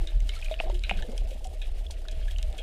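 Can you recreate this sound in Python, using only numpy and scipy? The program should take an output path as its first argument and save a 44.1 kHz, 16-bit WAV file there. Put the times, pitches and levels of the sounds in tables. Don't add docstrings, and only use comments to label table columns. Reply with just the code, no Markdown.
import sys
import numpy as np
from scipy import signal
from scipy.fft import rfft, irfft, next_fast_len
from scipy.io import wavfile
from scipy.ndimage import uniform_filter1d

SR = 44100
rng = np.random.default_rng(int(sys.argv[2]) if len(sys.argv) > 2 else 0)


def attenuation_scalar(level_db):
    decades = np.asarray(level_db, float) / 20
    return 10 ** decades


def wav_out(sig):
    wavfile.write(sys.argv[1], SR, np.round(np.clip(np.atleast_2d(sig).T, -1, 1) * 32767).astype(np.int16))


N = 115542


def rms_one(x):
    return x / np.sqrt(np.mean(x ** 2) + 1e-20)


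def in_time(rows):
    s, *columns = np.transpose(rows)
    return [np.interp(np.arange(N) / SR, s, c) for c in columns]


def at_hz(points, hz):
    point_hz, point_db = np.transpose(points)
    return np.interp(np.log(hz), np.log(point_hz), point_db)


def coloured(points):
    size = next_fast_len(N)
    hz = np.maximum(np.arange(size // 2 + 1) * SR / size, 1)
    white = rfft(rng.standard_normal(size))
    return rms_one(irfft(white * attenuation_scalar(at_hz(points, hz)), size)[:N])


def drift(rate):
    r = np.exp(-2 * np.pi * rate / SR)
    settled = signal.lfilter([1], [1, -2 * r, r * r], rng.standard_normal(N + SR))[SR:]
    return rms_one(settled)


def ring(clicks, hz, t60):
    r = attenuation_scalar(-60 / (t60 * SR))
    w = 2 * np.pi * hz / SR
    return signal.lfilter([0, np.sin(w)], [1, -2 * r * np.cos(w), r * r], clicks + 1e-18)


def add(out, s, sound):
    i = int(s * SR)
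    out[i:i + len(sound)] += sound[:N - i]


def grains(per_s, spread_db, cycles, spectrum, clump_db, waver_s, count):
    sizes = attenuation_scalar(spread_db * np.minimum(rng.exponential(1, N), 5)) * rng.choice([-1, 1], N)
    born = rng.random(N) < per_s * attenuation_scalar(clump_db * drift(12)) / SR
    pitches = np.geomspace(spectrum[0][0], spectrum[-1][0], count)
    dealt = rng.integers(0, count, N)
    n = np.arange(N)
    paths = [n + waver_s * SR * drift(5.26) for _ in range(3)]
    total = np.zeros(N)
    for k, hz in enumerate(pitches):
        rung = ring(sizes * born * (dealt == k), hz, cycles / hz)
        total += attenuation_scalar(at_hz(spectrum, hz)) * np.sqrt(hz) * np.interp(paths[k % 3], n, rung)
    return rms_one(total)


# (time [s], fine crackle level [dB], gurgle level before low-pass [dB])
STIR = [(0, -59, -50.5), (.2, -59, -59.5), (.36, -49.5, -59), (.58, -55, -54), (.68, -54.5, -43),
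        (.8, -63.5, -61.5), (.93, -52, -47), (1.1, -56, -47.5), (1.35, -61.5, -52), (1.65, -62, -57),
        (1.95, -60, -54), (2.18, -62.5, -53), (2.3, -51, -57.5), (2.4, -66.5, -57.5), (2.55, -58.5, -50.5)]


def stir():
    return in_time(STIR)


# (frequency [Hz], density [dB per Hz])
HISS = [(500, -18.5), (1050, -20), (1970, -19.5), (2950, -10), (4700, -17.5), (10000, -18), (11500, -26),
        (14500, -22.5), (15300, -62)]


def hiss(crackle_db):
    follow_db = 0.3 * (crackle_db - crackle_db.mean())
    flutter_db = 0.53 * drift(6.1) + 3.1 * drift(27)
    return attenuation_scalar(-61 + follow_db + flutter_db) * coloured(HISS)


def cavity(gurgle_db):
    pitch_hz, t60_s = 629.5, 0.05
    follow_db = 0.5 * (gurgle_db - gurgle_db.mean())
    level_db = -58.5 + follow_db + 1.74 * drift(3.7)
    once = ring(rng.standard_normal(N), pitch_hz, t60_s)
    return attenuation_scalar(level_db) * rms_one(ring(once, pitch_hz, t60_s / 2))


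# (frequency [Hz], level [dB])
CRACKLE = [(1150, -2), (1700, 6), (2900, 12.5), (4000, 7), (5200, 5.5)]


def crackle(crackle_db):
    return attenuation_scalar(crackle_db) * grains(2500, 3.2, 30.0, CRACKLE, clump_db=6.5, waver_s=0, count=30)


# (frequency [Hz], level [dB])
GURGLE = [(110, -9.5), (190, -8), (260, -15.5), (400, -1), (630, 1), (800, 2), (1000, -42)]


def gurgle(gurgle_db):
    bubbles = attenuation_scalar(gurgle_db) * grains(900, 2.2, 25.0, GURGLE, clump_db=2.5, waver_s=0.002026, count=30)
    return signal.sosfilt(signal.butter(2, 900, fs=SR, output="sos"), bubbles)


# (time [s], level before attack, decay and wobble [dB], starting pitch [Hz], t60 [s])
BLOOPS = [(0.016, -44, 326, 0.27), (0.252, -36.5, 281, 0.035), (.478, -44.5, 612, 0.17),
          (.512, -26.5, 628, 0.13), (.602, -21, 653, 0.028), (.608, -19, 790, 0.011),
          (.637, -31.5, 629, 0.08), (.665, -32, 673, 0.094), (.698, -31, 580, 0.058),
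          (0.699, -34.5, 907, 0.045), (0.725, -36.5, 352.4, 0.22), (.9128, -14, 737, 0.015),
          (0.914, -33.5, 172, 0.12), (.918, -31, 704, 0.013), (0.967, -34.5, 160.4, 0.099),
          (1.045, -40.5, 488, 0.18), (1.084, -34, 208, 0.12), (1.091, -32.5, 427, 0.046),
          (1.132, -32.5, 480, 0.041), (1.315, -38.5, 524, 0.1), (1.35, -45.5, 218, 0.12),
          (1.452, -37.5, 737, 0.11), (2.17, -39, 143, 0.12), ]


def bloops():
    attack_cycles, wobble_db = 0.35, 1.8
    out = np.zeros(N)
    for s, db, hz, t60 in BLOOPS:
        t = np.arange(int(t60 * SR)) / SR
        rise = 0.7 if hz < 260 else 0.086
        wave = np.sin(2 * np.pi * hz * (t + rise * t ** 2 / (2 * t60)))
        attack = 1 - np.exp(-t * hz / attack_cycles)
        add(out, s, attenuation_scalar(db - 60 * t / t60) * attack * wave)
    return out * attenuation_scalar(wobble_db * drift(37.5))


# (time [s], peak level [dB], pitch [Hz], t60 of the slower resonance [s])
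PINGS = [(0.294, -26.5, 3100, 0.01), (0.334, -39.5, 2245, 0.036), (0.363, -40, 4300, 0.017),
         (0.365, -45.5, 1340, 0.055), (0.426, -31.5, 2510, 0.017), (0.4465, -37.5, 3170, 0.018),
         (0.4597, -35, 2470, 0.024), (0.484, -35, 2480, 0.012), (0.541, -26, 2950, 0.0051),
         (0.5907, -33, 2555, 0.027), (0.601, -15, 2700, 0.0054), (0.8953, -16, 2484, 0.007),
         (0.899, -20, 2750, 0.0076), (.9110, -16.5, 2700, 0.0035), (0.989, -42, 1550, 0.039),
         (1.178, -35, 3200, 0.014), (1.8657, -36, 3400, 0.014), (1.908, -33, 4200, 0.0039),
         (2.053, -43, 1460, 0.013), (2.085, -28, 3870, 0.0058), (2.282, -40.5, 1694, 0.035),
         (2.3617, -35.5, 2930, 0.012)]


def pings():
    out = np.zeros(N)
    click = 1. * (np.arange(SR // 16) == 0)
    for s, db, hz, t60 in PINGS:
        tone = ring(ring(click, hz, t60), hz, t60 / 4.9)
        add(out, s, attenuation_scalar(db) * tone / np.abs(tone).max())
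    return out


# (frequency [Hz], strength before random spread [dB], t60 [s])
CASE = [(1506, -13, 0.017), (1735, -14, 0.027), (2152, -7.5, 0.025), (2480, -3, 0.013), (2930, 0, 0.011),
        (3276, -1.5, 0.017), (3707, -1.5, 0.0087), (4078, -8, 0.013)]


def case_ring(knock, strength):
    total = 0
    for k, ((hz, db, t60), spread_db) in enumerate(zip(CASE, strength)):
        total = total + attenuation_scalar(db + spread_db) * ring(knock, hz, t60) * (-1) ** k
    return total


# (time [s], peak level of the early case ring [dB],
# bright crack relative to that ring, less 9.5 [dB], trailing fizz drive relative to the burst [dB])
SNAPS = [(0.0722, -30.5, -14, -10), (0.2037, -38.5, -8.5, -16), (0.2911, -28.5, -10.5, -18.5),
         (0.3516, -38, -12, -1), (0.39, -44.5, -4.5, -11), (0.415, -37, -10.5, -23),
         (0.4452, -34, -11.5, -11), (0.511, -34, -22, 7), (0.6418, -39.5, -22, -11),
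         (0.6986, -41.5, -7, -18), (0.7434, -41, -8, -5), (0.7933, -45, -2, -27),
         (0.8369, -23.5, -18.5, -13), (0.894, -25.5, -15.5, -6), (0.972, -37.5, -11, -5),
         (1.0229, -28.5, -20, -14), (1.117, -50, -1.5, -8), (1.1786, -37.5, 1, -18),
         (1.308, -40.5, -12, -12.5), (1.4432, -39, -9, 19), (1.4708, -49, 4, -32), (1.6153, -33, -22.5, 2),
         (1.909, -40, -2.5, -9), (2.0837, -31.5, -14, -18.5), (2.1122, -47, -2.5, 6),
         (2.225, -40.5, -51, -7), (2.2792, -40, -21, -4), (2.3097, -34.5, -14, -15.5),
         (2.3848, -35, -7, -21), (2.4278, -30, -9.5, -21), (2.527, -38, -13, -24), (2.58, -37.5, -9, -3)]


def snaps():
    snap_s, crack_s, fizz_s = 0.001, 0.0007, 0.024
    out = np.zeros(N)
    t = np.arange(SR // 8) / SR
    early = slice(SR // 200)
    body = signal.butter(3, [1300, 4800], "band", fs=SR, output="sos")
    bright = signal.butter(2, [3600, 8500], "band", fs=SR, output="sos")
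    strengths = rng.normal(0, 3.85, (len(SNAPS), len(CASE)))
    noises = rng.standard_normal((len(SNAPS), 2, len(t)))
    for (s, db, crack_db, fizz_db), strength, (spray, burst) in zip(SNAPS, strengths, noises):
        fizz = attenuation_scalar(fizz_db) * np.exp(-t / fizz_s)
        grainy = fizz * np.abs(burst) ** 3 / 8.0
        knock = signal.sosfilt(body, burst * (np.exp(-t / snap_s) + grainy))
        case = case_ring(knock, strength)
        crack = signal.sosfilt(bright, spray * (np.exp(-t / crack_s) + fizz * np.exp(-t / fizz_s)))
        case = case / np.abs(case[early]).max()
        crack = attenuation_scalar(crack_db + 9.5) * crack / np.abs(crack[early]).max()
        add(out, s, attenuation_scalar(db) * (case + crack))
    return out


# (time [s], level [dB])
SURGE = [(0, -17.5), (.11, -34.5), (.14, -20.5), (.41, -33), (.49, -27.5), (.63, -32.5), (.68, -25),
         (.93, -29.5), (1.01, -24.5), (1.06, -36.5), (1.24, -24.5), (1.33, -35), (1.38, -31.5),
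         (1.63, -31.5), (1.68, -26), (1.99, -33), (2.2, -27), (2.49, -25.5), (2.53, -33)]
# (frequency [Hz], density [dB per Hz])
THROB = [(12, -35), (22, 2), (30, 0), (38, 3.5), (50, -11.5), (64, -10.5), (85, -26.5), (115, -43.5),
         (300, -100)]


def throb():
    evened = 0.5
    lump_share = 0.06
    deep = coloured(THROB)
    flutter = np.sqrt(uniform_filter1d(deep ** 2, size=SR // 25)) + 0.045
    deep = rms_one(deep / flutter ** evened)
    lump_band = signal.butter(2, [75, 220], "band", fs=SR, output="sos")
    lumps = signal.sosfilt(lump_band, deep * np.abs(deep) ** 2)
    surge_db, = in_time(SURGE)
    return attenuation_scalar(surge_db) * (deep + lump_share * lumps)


def scene():
    crackle_db, gurgle_db = stir()
    background = hiss(crackle_db) + cavity(gurgle_db) + crackle(crackle_db) + gurgle(gurgle_db)
    bubbles = bloops() + pings() + snaps()
    return (background + bubbles + throb())[None]


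def roll_off(x):
    return signal.sosfilt(signal.butter(12, 15380, fs=SR, output="sos"), x)


def record(dry):
    return roll_off(dry)


dry = scene()
out = record(dry)
wav_out(out)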